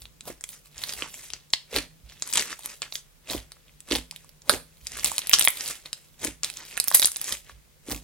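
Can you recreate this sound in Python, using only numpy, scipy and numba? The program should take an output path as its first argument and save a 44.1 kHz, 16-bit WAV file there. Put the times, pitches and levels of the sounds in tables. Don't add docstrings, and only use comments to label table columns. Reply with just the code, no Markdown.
import sys
import numpy as np
from scipy import signal
from scipy.fft import rfft, irfft
from scipy.io import wavfile
from numba import njit

SR = 44100
rng = np.random.default_rng(int(sys.argv[2]) if len(sys.argv) > 2 else 0)


def to_wav(s):
    ch = np.atleast_2d(s).T
    pcm = np.round(np.clip(ch, -1, 1) * 32767)
    wavfile.write(sys.argv[1], SR, pcm.astype(np.int16))


N = 354123

PORT_LAG_S = 3.4e-5


def undb(db):
    return 10 ** (np.asarray(db) / 20)


def band(x, lo_hz, hi_hz):
    sos = signal.butter(2, [lo_hz, min(hi_hz, .45 * SR)], "bandpass", fs=SR, output="sos")
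    return signal.sosfilt(sos, x)


@njit
def add_bursts(out, peak_s, hz, rise_s, size, phase):
    for k in range(len(hz)):
        start = (peak_s[k] - rise_s[k]) * SR
        first = max(int(start) + 1, 0)
        last = min(int(start + 9 * rise_s[k] * SR) + 2, len(out))
        for i in range(first, last):
            t = (i - start) / SR
            u = t / rise_s[k]
            envelope = u * np.exp(1 - u)
            out[i] += size[k] * envelope * np.sin(2 * np.pi * hz[k] * t + phase[k])


def bursts(peak_s, hz, rise_cycles, db, pan_db, lag_s):
    out, one = np.zeros((2, N)), np.ones(len(peak_s))
    phase = 2 * np.pi * rng.random(len(peak_s))
    for port, sign in enumerate((.5, -.5)):
        port_s = peak_s - sign * lag_s
        size = undb(db + sign * pan_db) * one
        add_bursts(out[port], port_s, hz * one, rise_cycles / hz * one, size, phase)
    return out


def pops():
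    # (time [s], pocket pitch [Hz], pocket level [dB],
    # film snap pitch [Hz], snap level [dB], left minus right [dB])
    pockets = [(0.0201, 4830, -28, 8150, -27, 1.0), (0.0553, 3320, -26.5, 9500, -44, 0),
               (0.2087, 4000, -27, 7100, -24.5, -1), (0.4103, 1850, -42, 7900, -22.5, 0),
               (0.44, 2900, -21.5, 7800, -13, -2.5), (0.4909, 3330, -33, 9900, -18, -3),
               (0.7804, 6300, -20.5, 5900, -49, -4), (0.838, 3900, -13, 10300, -15, -6),
               (0.8936, 5040, -18, 6000, -30, -9), (0.9368, 3900, -19.5, 10200, -15.5, -3),
               (1.0228, 2700, -12, 7500, -42, -3), (1.3035, 3900, -24, 9600, -27, 3),
               (1.3356, 5500, -12.5, 6000, -44, 2.5), (1.5038, 4480, -39, 7700, -33, -0.0),
               (1.536, 4240, 1.5, 7200, -9, 1), (1.763, 3760, -6, 9500, -8.5, 1),
               (2.0986, 3710, -33.5, 7200, -41.5, -2), (2.2233, 4560, -10.5, 7100, -10.5, -0.5),
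               (2.2653, 5990, -39, 10500, -28, 1), (2.275, 5340, -31, 9800, -17, 0),
               (2.2905, 2070, -45, 8600, -18.5, 3), (2.328, 5460, -14.5, 7300, -15, 6),
               (2.3367, 5350, -18, 8400, -4.5, -1), (2.3583, 3270, -19, 8800, -10, 3),
               (2.3734, 3750, -7.5, 8200, -3, 0), (2.378, 3870, -8, 6740, -4, -0.5),
               (2.3957, 4130, -9.5, 7250, -11, 5), (2.4108, 4100, -11, 7300, -21, 0),
               (2.4242, 2160, -17.5, 7200, -15, 2), (2.529, 1440, -27, 6340, -22.5, 4),
               (2.5927, 740, -39, 8900, -24, 1), (2.6595, 4550, -25.5, 10400, -8, -1),
               (2.8202, 4000, -9.5, 7300, -14, 1), (2.9246, 4270, -16, 6500, -40, -2.0),
               (2.9553, 3530, -15, 6140, -15.5, -1), (3.3, 3900, -16, 8300, -53, -4),
               (3.334, 4060, -17, 8400, -28, 2), (3.52, 4640, -24, 9300, -24.5, 0.5),
               (3.568, 1170, -48, 8600, -49, 0), (3.695, 2360, -41, 6340, -54.5, -1),
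               (3.8052, 4720, -32.5, 8700, -24, -2), (3.912, 4100, -11.5, 6000, -44, -4),
               (3.9214, 3660, -4, 8900, -16, -2), (3.9528, 3980, -6.5, 8600, -18, 0),
               (3.9586, 4470, -11, 9800, -9, 0), (4.1117, 4000, -20.5, 9000, -20, -2.0),
               (4.125, 930, -45, 6700, -40, -1), (4.1621, 3770, -27, 10300, -22.5, -4.5),
               (4.246, 1090, -49, 9000, -35, -1), (4.2928, 4900, -37.5, 12800, -30, -5),
               (4.42, 6040, -32, 6100, -50, -3), (4.4953, 4350, 0.5, 10000, 5.5, -5.5),
               (4.4966, 1440, -9, 6030, -32, -3), (4.87, 5000, -17.5, 7900, -15.5, -1.0),
               (4.9196, 5130, -26, 6930, -25, -3), (4.956, 2260, -30, 7400, -36, -1),
               (4.973, 3770, -28, 9500, -19, 4), (4.9959, 4740, -21, 6840, -18, -4),
               (5.0457, 5800, -17, 8750, 4, 1), (5.06, 4170, -10, 7900, -17, -5),
               (5.1179, 945, -26.5, 8800, -12, -7.5), (5.1644, 4180, -39, 8750, -17, 2),
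               (5.182, 3860, -9, 9600, -3.5, -1), (5.1917, 6030, -13.5, 10500, -11, -4),
               (5.2187, 3600, -23, 9000, -33, -6), (5.2719, 3730, -22, 10500, -11, -2),
               (5.2953, 3100, -14, 14500, 1.5, -4.5), (5.3143, 2800, -14, 9300, -16, 6),
               (5.3339, 3260, 6, 5400, 8, 0.5), (5.3391, 5160, -4, 5700, 1, -2),
               (5.387, 4910, -10.5, 9700, -4, 6), (5.395, 5250, -17, 11300, 6.5, -6),
               (5.4106, 3130, -7.5, 6000, -17, -3), (5.4134, 4460, -12, 10000, -1, -1),
               (5.4241, 5160, -15, 8300, -9, 17), (5.434, 4760, -22, 7260, -13, -6),
               (5.4442, 4450, -20, 11100, -8.5, -17), (5.4509, 4300, -12.5, 10700, 6.5, 3),
               (5.475, 2780, 0, 11800, -21, -0.5), (5.484, 2730, -35, 10100, 2.5, 1.5),
               (5.5041, 2800, -43, 12100, -12.5, -14), (5.5723, 3580, -25, 11500, -18, -4),
               (5.609, 5360, -14.5, 6000, -47, -8.5), (5.6606, 4500, -18, 9500, -35, -6),
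               (5.68, 4090, -32, 9400, -13, 3), (5.8592, 3880, -21.5, 8900, -29, 0),
               (5.9305, 4900, -14, 7670, -14.5, -1), (6.2483, 4380, -16, 9200, -5.5, 5),
               (6.4341, 4840, -8, 8100, -7, 4.5), (6.4461, 4300, -10, 8700, -8, -2.0),
               (6.501, 3570, -19.5, 9000, -16, -7), (6.571, 5700, -32, 6860, -19, -4.0),
               (6.7277, 2250, -30, 10000, -34, -4.0), (6.7706, 3700, -19.5, 8900, -16, -3),
               (6.7764, 2110, -14, 9200, -10, -7), (6.8006, 4900, -4, 9000, 2.5, -3.5),
               (6.8416, 5170, -44, 10900, -9, 1), (6.876, 4740, -33, 13600, -8, -8),
               (6.8826, 5700, -9, 12400, 3, -5), (6.9043, 5120, -25, 9900, -13, 6),
               (6.9152, 1400, -15, 10400, -11.5, -5.5), (6.925, 4730, -19, 10500, -35, -8),
               (6.946, 5760, -13, 11440, 20, -2), (6.95, 5500, -4, 10200, 9.5, -6),
               (6.9557, 5130, -15, 9500, -9, 16), (6.9718, 4970, -32, 11200, -1, 6.5),
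               (6.9972, 4900, -7.5, 10800, 1.5, -2), (7.0197, 4500, -8.5, 10800, -5, -12.5),
               (7.0273, 3570, -6.5, 6100, -14, 0), (7.0328, 5250, -30, 10900, -1, 0),
               (7.0464, 4100, -5, 7000, -1.5, 5), (7.057, 5950, -14, 9900, 7, -4),
               (7.0727, 3780, -28, 10700, -4, 2), (7.083, 1310, -33, 9040, -32, -4.5),
               (7.1183, 4500, -23, 8900, -11.5, -3), (7.1612, 4070, -18, 7130, -13.5, -2),
               (7.1684, 5100, -29, 10100, -10, -4), (7.2151, 5240, -35, 11300, -6.5, -2),
               (7.2434, 3770, -30, 9700, -13, 0), (7.324, 3930, -11.5, 10100, -10, -4.5),
               (7.4971, 1376, -30.5, 6810, -40.5, 2.5), (7.916, 4700, -18, 6860, -33, -12),
               (7.922, 5540, -16, 9100, -13, 2)]
    s, pocket_hz, pocket_db, snap_hz, snap_db, pan_db = np.vstack([pockets, strays()]).T
    tick_db = np.maximum(pocket_db, snap_db - 9.5) - 12
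    chance = rng.standard_normal((len(s), 4, 5))
    out = 0
    for rip in range(4):
        wait, low, high, size, way = chance[:, rip].T * min(rip + 0.078, 1)
        rip_s = s + 0.00056 * rip * (1 + 0.417 * wait) - .0003
        fade_db = -0.8 - 5.87 * rip + 2.5 * size
        lag_s = PORT_LAG_S * (1 + .5 * way)
        rip_pocket_hz = pocket_hz * np.exp(0.08 * low)
        rip_snap_hz = np.minimum(snap_hz * np.exp(0.14 * high), 16000)
        out = out + bursts(rip_s, rip_pocket_hz, 0.57, pocket_db + fade_db, pan_db, lag_s)
        out = out + bursts(rip_s, rip_snap_hz, 0.77, snap_db + fade_db, pan_db, lag_s)
        out = out + bursts(rip_s, 2800.0, 0.27, tick_db + fade_db, pan_db, lag_s)
    return out


def strays():
    pops_per_s = 70
    offset_db, spread_db = 4, 3
    place, pitch, size, side = rng.random((int(pops_per_s * N / SR), 4)).T
    at = (place * N).astype(int)
    over_db = offset_db - spread_db * np.log(size + .02)
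    crackle_db, fizz_db = (db[at] + over_db for db in peel_levels()[:2])
    pocket_hz, snap_hz = 2200 * 2.9 ** pitch, 6500 + 5500 * pitch
    pan_db = 4.2 * (side - .5) - 1.2
    return np.transpose([place * N / SR, pocket_hz, crackle_db, snap_hz, fizz_db, pan_db])


def peeling():
    place, size, side, way = rng.random((20000, 4)).T
    pitch = np.clip(rng.standard_normal((20000, 3)).T, -2.2, 2.2)
    pitch = pitch + 1.05 * np.interp(place, np.linspace(0, 1, 160), rng.standard_normal(160))
    jerk_db = 2.1 * np.interp(place, np.linspace(0, 1, 1200), rng.standard_normal(1200))
    size_db = jerk_db - 2.38 * np.log(size + 0.0011)
    pan_db = 4.0 * (side - .5) - 1.2
    lag_s = PORT_LAG_S * (1 + 2.5 * (way - .5))
    centre_hz, spreads, rise_cycles = (3600., 9500., 650.), (.35, .25, .4), (.55, .8, .4)
    out = 0
    for db, hz, spread, cycles, u in zip(peel_levels(), centre_hz, spreads, rise_cycles, pitch):
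        break_hz = np.minimum(hz * np.exp(spread * u), 16000)
        x = bursts(place * N / SR, break_hz, cycles, size_db, pan_db, lag_s)
        out = out + x / np.std(x) * undb(db - 8.0)
    return out


def peel_levels():
    # (time [s], hold [s], crackle [dB], fizz [dB], smack [dB])
    pull_rows = [(0.276, 0.0076, -35.5, -32.5, -36.5), (1.762, 0.0023, -19, -22.5, -26.5),
                 (3.309, 0.043, -28, -29, -32), (3.919, 0.038, -28, -27.5, -33),
                 (4.509, 0.03, -31, -29, -28), (6.238, 0.019, -29.5, -26, -33),
                 (7.91, 0.021, -30.5, -26.5, -32.5)]
    # (time [s], attack [s], hold [s], release [s], crackle [dB], fizz [dB])
    film_rows = [(0.01, .05, 0.0059, 0.1, -50, -42.5), (0.502, .1, 0.034, 0.12, -47, -40.5),
                 (0.652, .04, .02, .1, -55, -52), (0.82, .125, 0.22, 0.15, -36.5, -36),
                 (1.14, .2, 0.12, 0.15, -46, -39.5), (1.346, .05, 0.0045, 0.13, -43.5, -49),
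                 (1.535, .01, 0.0045, 0.03, -72.5, -29), (2.125, .14, .005, 0.15, -44, -51),
                 (2.37, .17, .005, 0.23, -25.5, -23), (2.519, .2, 0.0056, 0.044, -33.5, -33.5),
                 (2.648, .16, 0.041, 0.28, -42, -38.5), (2.829, .01, .005, 0.074, -34, -40),
                 (2.947, .07, 0.023, 0.068, -47.5, -33), (3.514, 0.083, .01, 0.19, -58, -61),
                 (3.67, 0.16, 0.072, 0.17, -58.5, -66), (4.13, .06, 0.084, 0.29, -57, -55.5),
                 (4.978, .26, 0.0058, 0.26, -36.5, -34), (5.057, .07, 0.0074, .17, -28, -23),
                 (5.176, .15, 0.14, .09, -41, -46.5), (5.336, .02, 0.0038, 0.063, -27, -12.5),
                 (5.377, .1, 0.072, 0.027, -31.5, -36), (5.635, .35, 0.065, .16, -32.5, -28.5),
                 (5.857, .03, .005, 0.068, -40.5, -44), (5.932, .04, .005, 0.46, -50.5, -48),
                 (6.444, .02, 0.0044, 0.15, -30, -32.5), (6.56, .15, 0.15, 0.95, -42, -41.5),
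                 (6.943, .055, 0.0038, 0.055, -27, -23), (6.968, .05, 0.09, 0.085, -50, -26.5),
                 (7.324, .27, .005, 0.1, -31.5, -25), (7.501, .12, .005, .06, -42.5, -49)]
    # crackle, fizz, smack, push [dB]
    rest_db = (-69, -69.5, -77.5, -63)
    pull_attack_s, pull_release_s = 0.059, 0.09
    pull_push_db = -9.5
    film_smack_db, film_push_db = -11.5, -21

    t = np.arange(0, N + 44, 44)[:, None] / SR
    s, hold_s, crackle, fizz, smack = np.transpose(pull_rows)
    pull_dbs = (crackle, fizz, smack, smack + pull_push_db)
    pull_powers = [swells(t, s, pull_attack_s, hold_s, pull_release_s, db) for db in pull_dbs]
    *shape, crackle, fizz = np.transpose(film_rows)
    film_dbs = (crackle, fizz, crackle + film_smack_db, crackle + film_push_db)
    film_powers = [swells(t, *shape, db) for db in film_dbs]
    levels = []
    for pull, film, db in zip(pull_powers, film_powers, rest_db):
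        total_db = 10 * np.log10(pull + film + undb(db) ** 2)
        levels.append(np.interp(np.arange(N) / SR, t[:, 0], total_db))
    return levels


def swells(t, s, attack_s, hold_s, release_s, db):
    span_db = 30
    away = np.maximum((s - t) / attack_s, 0) + np.maximum((t - s - hold_s) / release_s, 0)
    return np.sum(undb(db - span_db * away) ** 2, axis=1)


def gulps():
    # (time [s], cavity level [dB], cavity pitch [Hz])
    holes = [(0.276, -37, 450), (0.302, -32.5, 336), (1.025, -33.5, 324), (1.73, -32, 450),
             (1.751, -32, 357), (1.764, -23, 430), (1.782, -26.5, 301), (3.305, -41, 278),
             (3.349, -22, 326), (3.915, -19.5, 318), (3.931, -19.5, 310), (3.959, -25.5, 470),
             (3.987, -36, 304), (4.497, -18.5, 547), (4.539, -25, 320), (4.556, -30, 334),
             (6.233, -35.5, 335), (6.254, -26, 316), (6.283, -29, 298), (7.888, -30, 303),
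             (7.919, -31, 282), (7.932, -31, 457), (7.96, -36, 283)]
    s, db, hz = np.transpose(holes)
    cavity = bursts(s, hz, 0.96, db, -3.0, PORT_LAG_S)
    overtone = bursts(s, 1.58 * hz, .7, db - 5.5, -2.6, PORT_LAG_S)
    return cavity + overtone


def table(gulp):
    # (time [s], relative drive [dB])
    presses = [(0.03, -44), (0.312, -44), (0.77, -48), (0.975, -46), (1.33, -50), (1.771, -38),
               (2.05, -41.5), (2.382, -51), (3.374, -31), (3.977, -36), (4.561, -39), (4.84, -43),
               (4.952, -45.5), (5.074, -42.5), (5.339, -46.5), (6.293, -37.5), (6.953, -53), (7.047, -48),
               (7.33, -45), (7.541, -42.5), (7.934, -32)]
    # (pitch [Hz], relative level [dB], T60 [s])
    modes = [(56.4, -3, 0.27), (102, -11.5, 0.23), (161, -23.5, 1.4), (253, -18.5, 0.24), (305, -17, 0.09)]
    s, db = np.transpose(presses)
    thud = bursts(s - .015, 76.0, 0.44, db, -5.5, 0.)

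    noise = rng.standard_normal((2, N)) + 0.7 * rng.standard_normal(N)
    rumble = band(noise, 40, 200)
    rumble = rumble / np.std(rumble) * undb(peel_levels()[3] + np.array([[-1.5], [1.5]]))
    waver_db = 3.0 * np.interp(np.arange(N), np.linspace(0, N, 60), rng.standard_normal(60))
    rumble = rumble * undb(waver_db)

    t = np.arange(SR // 2) / SR
    ring = sum(undb(d) * np.sin(2 * np.pi * hz * t) * 1000. ** (-t / t60) for hz, d, t60 in modes)
    push = thud + undb(-11.5) * rumble + undb(7.5) * gulp
    rung = signal.fftconvolve(push, ring[None])[:, :N]
    return undb(-43.5) * rung + undb(-3.5) * rumble


def hands(x):
    pose_s, t60_s, level_db = .06, 0.054, -5
    pose = np.arange(N) / SR / pose_s % 6
    out = 0
    for k in range(6):
        distance = np.minimum(abs(pose - k), 6 - abs(pose - k))
        share = np.maximum(1 - distance, 0)
        out = out + signal.oaconvolve(x * share, decay(.04, t60_s), axes=1)[:, :N]
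    return undb(level_db) * band(out, 430, 22000)


def room(x):
    t60_s, treble_t60_s, level_db = 0.26, 0.48, -12
    body = band(decay(.5, t60_s), 480, 13000)
    treble = band(decay(.5, treble_t60_s), 7700, 21000)
    tail = body + undb(-11.0) * treble
    tail = tail * np.minimum(np.arange(tail.shape[1]) / SR / 0.0013, 1)
    return undb(level_db) * signal.fftconvolve(x, tail, axes=1)[:, :N]


def decay(seconds, t60_s):
    t = np.arange(int(seconds * SR)) / SR
    noise = rng.standard_normal((2, len(t))) + 0.64 * rng.standard_normal(len(t))
    x = noise * 1000. ** (-t / t60_s)
    return x / np.linalg.norm(x[0])


def quiet():
    # (frequency [Hz], relative density [dB])
    spectrum = [(18, -30.5), (30, 2), (75, -13.5), (145, -34), (426, -23.5), (512, -22), (740, -30),
                (988, -29), (8300, -32), (14800, -34), (16000, -33)]
    hiss_db, hum_hz, hum_db = -57.5, 149.7, -68.5
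    hz = np.maximum(np.arange(N // 2 + 1) * SR / N, 1)
    point_hz, point_db = np.transpose(spectrum)
    colour = undb(np.interp(np.log(hz), np.log(point_hz), point_db))
    own, shared = rfft(rng.standard_normal((2, N))), rfft(rng.standard_normal(N))
    hiss = irfft(colour * (own + shared * 0.23 / (1 + hz / 1500)), N)
    hum = band(rng.standard_normal(N), hum_hz - 8, hum_hz + 8)
    hum = hum / np.std(hum) * undb(hum_db + np.array([[-2.5], [2.5]]))
    return hiss / np.std(hiss) * undb(hiss_db) + hum


def scene():
    gulp = gulps()
    slime = pops() + peeling() + gulp
    return slime + hands(slime) + room(slime) + table(gulp) + quiet()


def record(dry):
    bass = signal.butter(2, 38, "highpass", fs=SR, output="sos")
    top = signal.ellip(12, .2, 70, 16400, fs=SR, output="sos")
    clipped = np.clip(signal.sosfilt(bass, dry), -1, 1)
    return np.clip(signal.sosfilt(top, clipped), -1, 1)


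dry = scene()
out = record(dry)
to_wav(out)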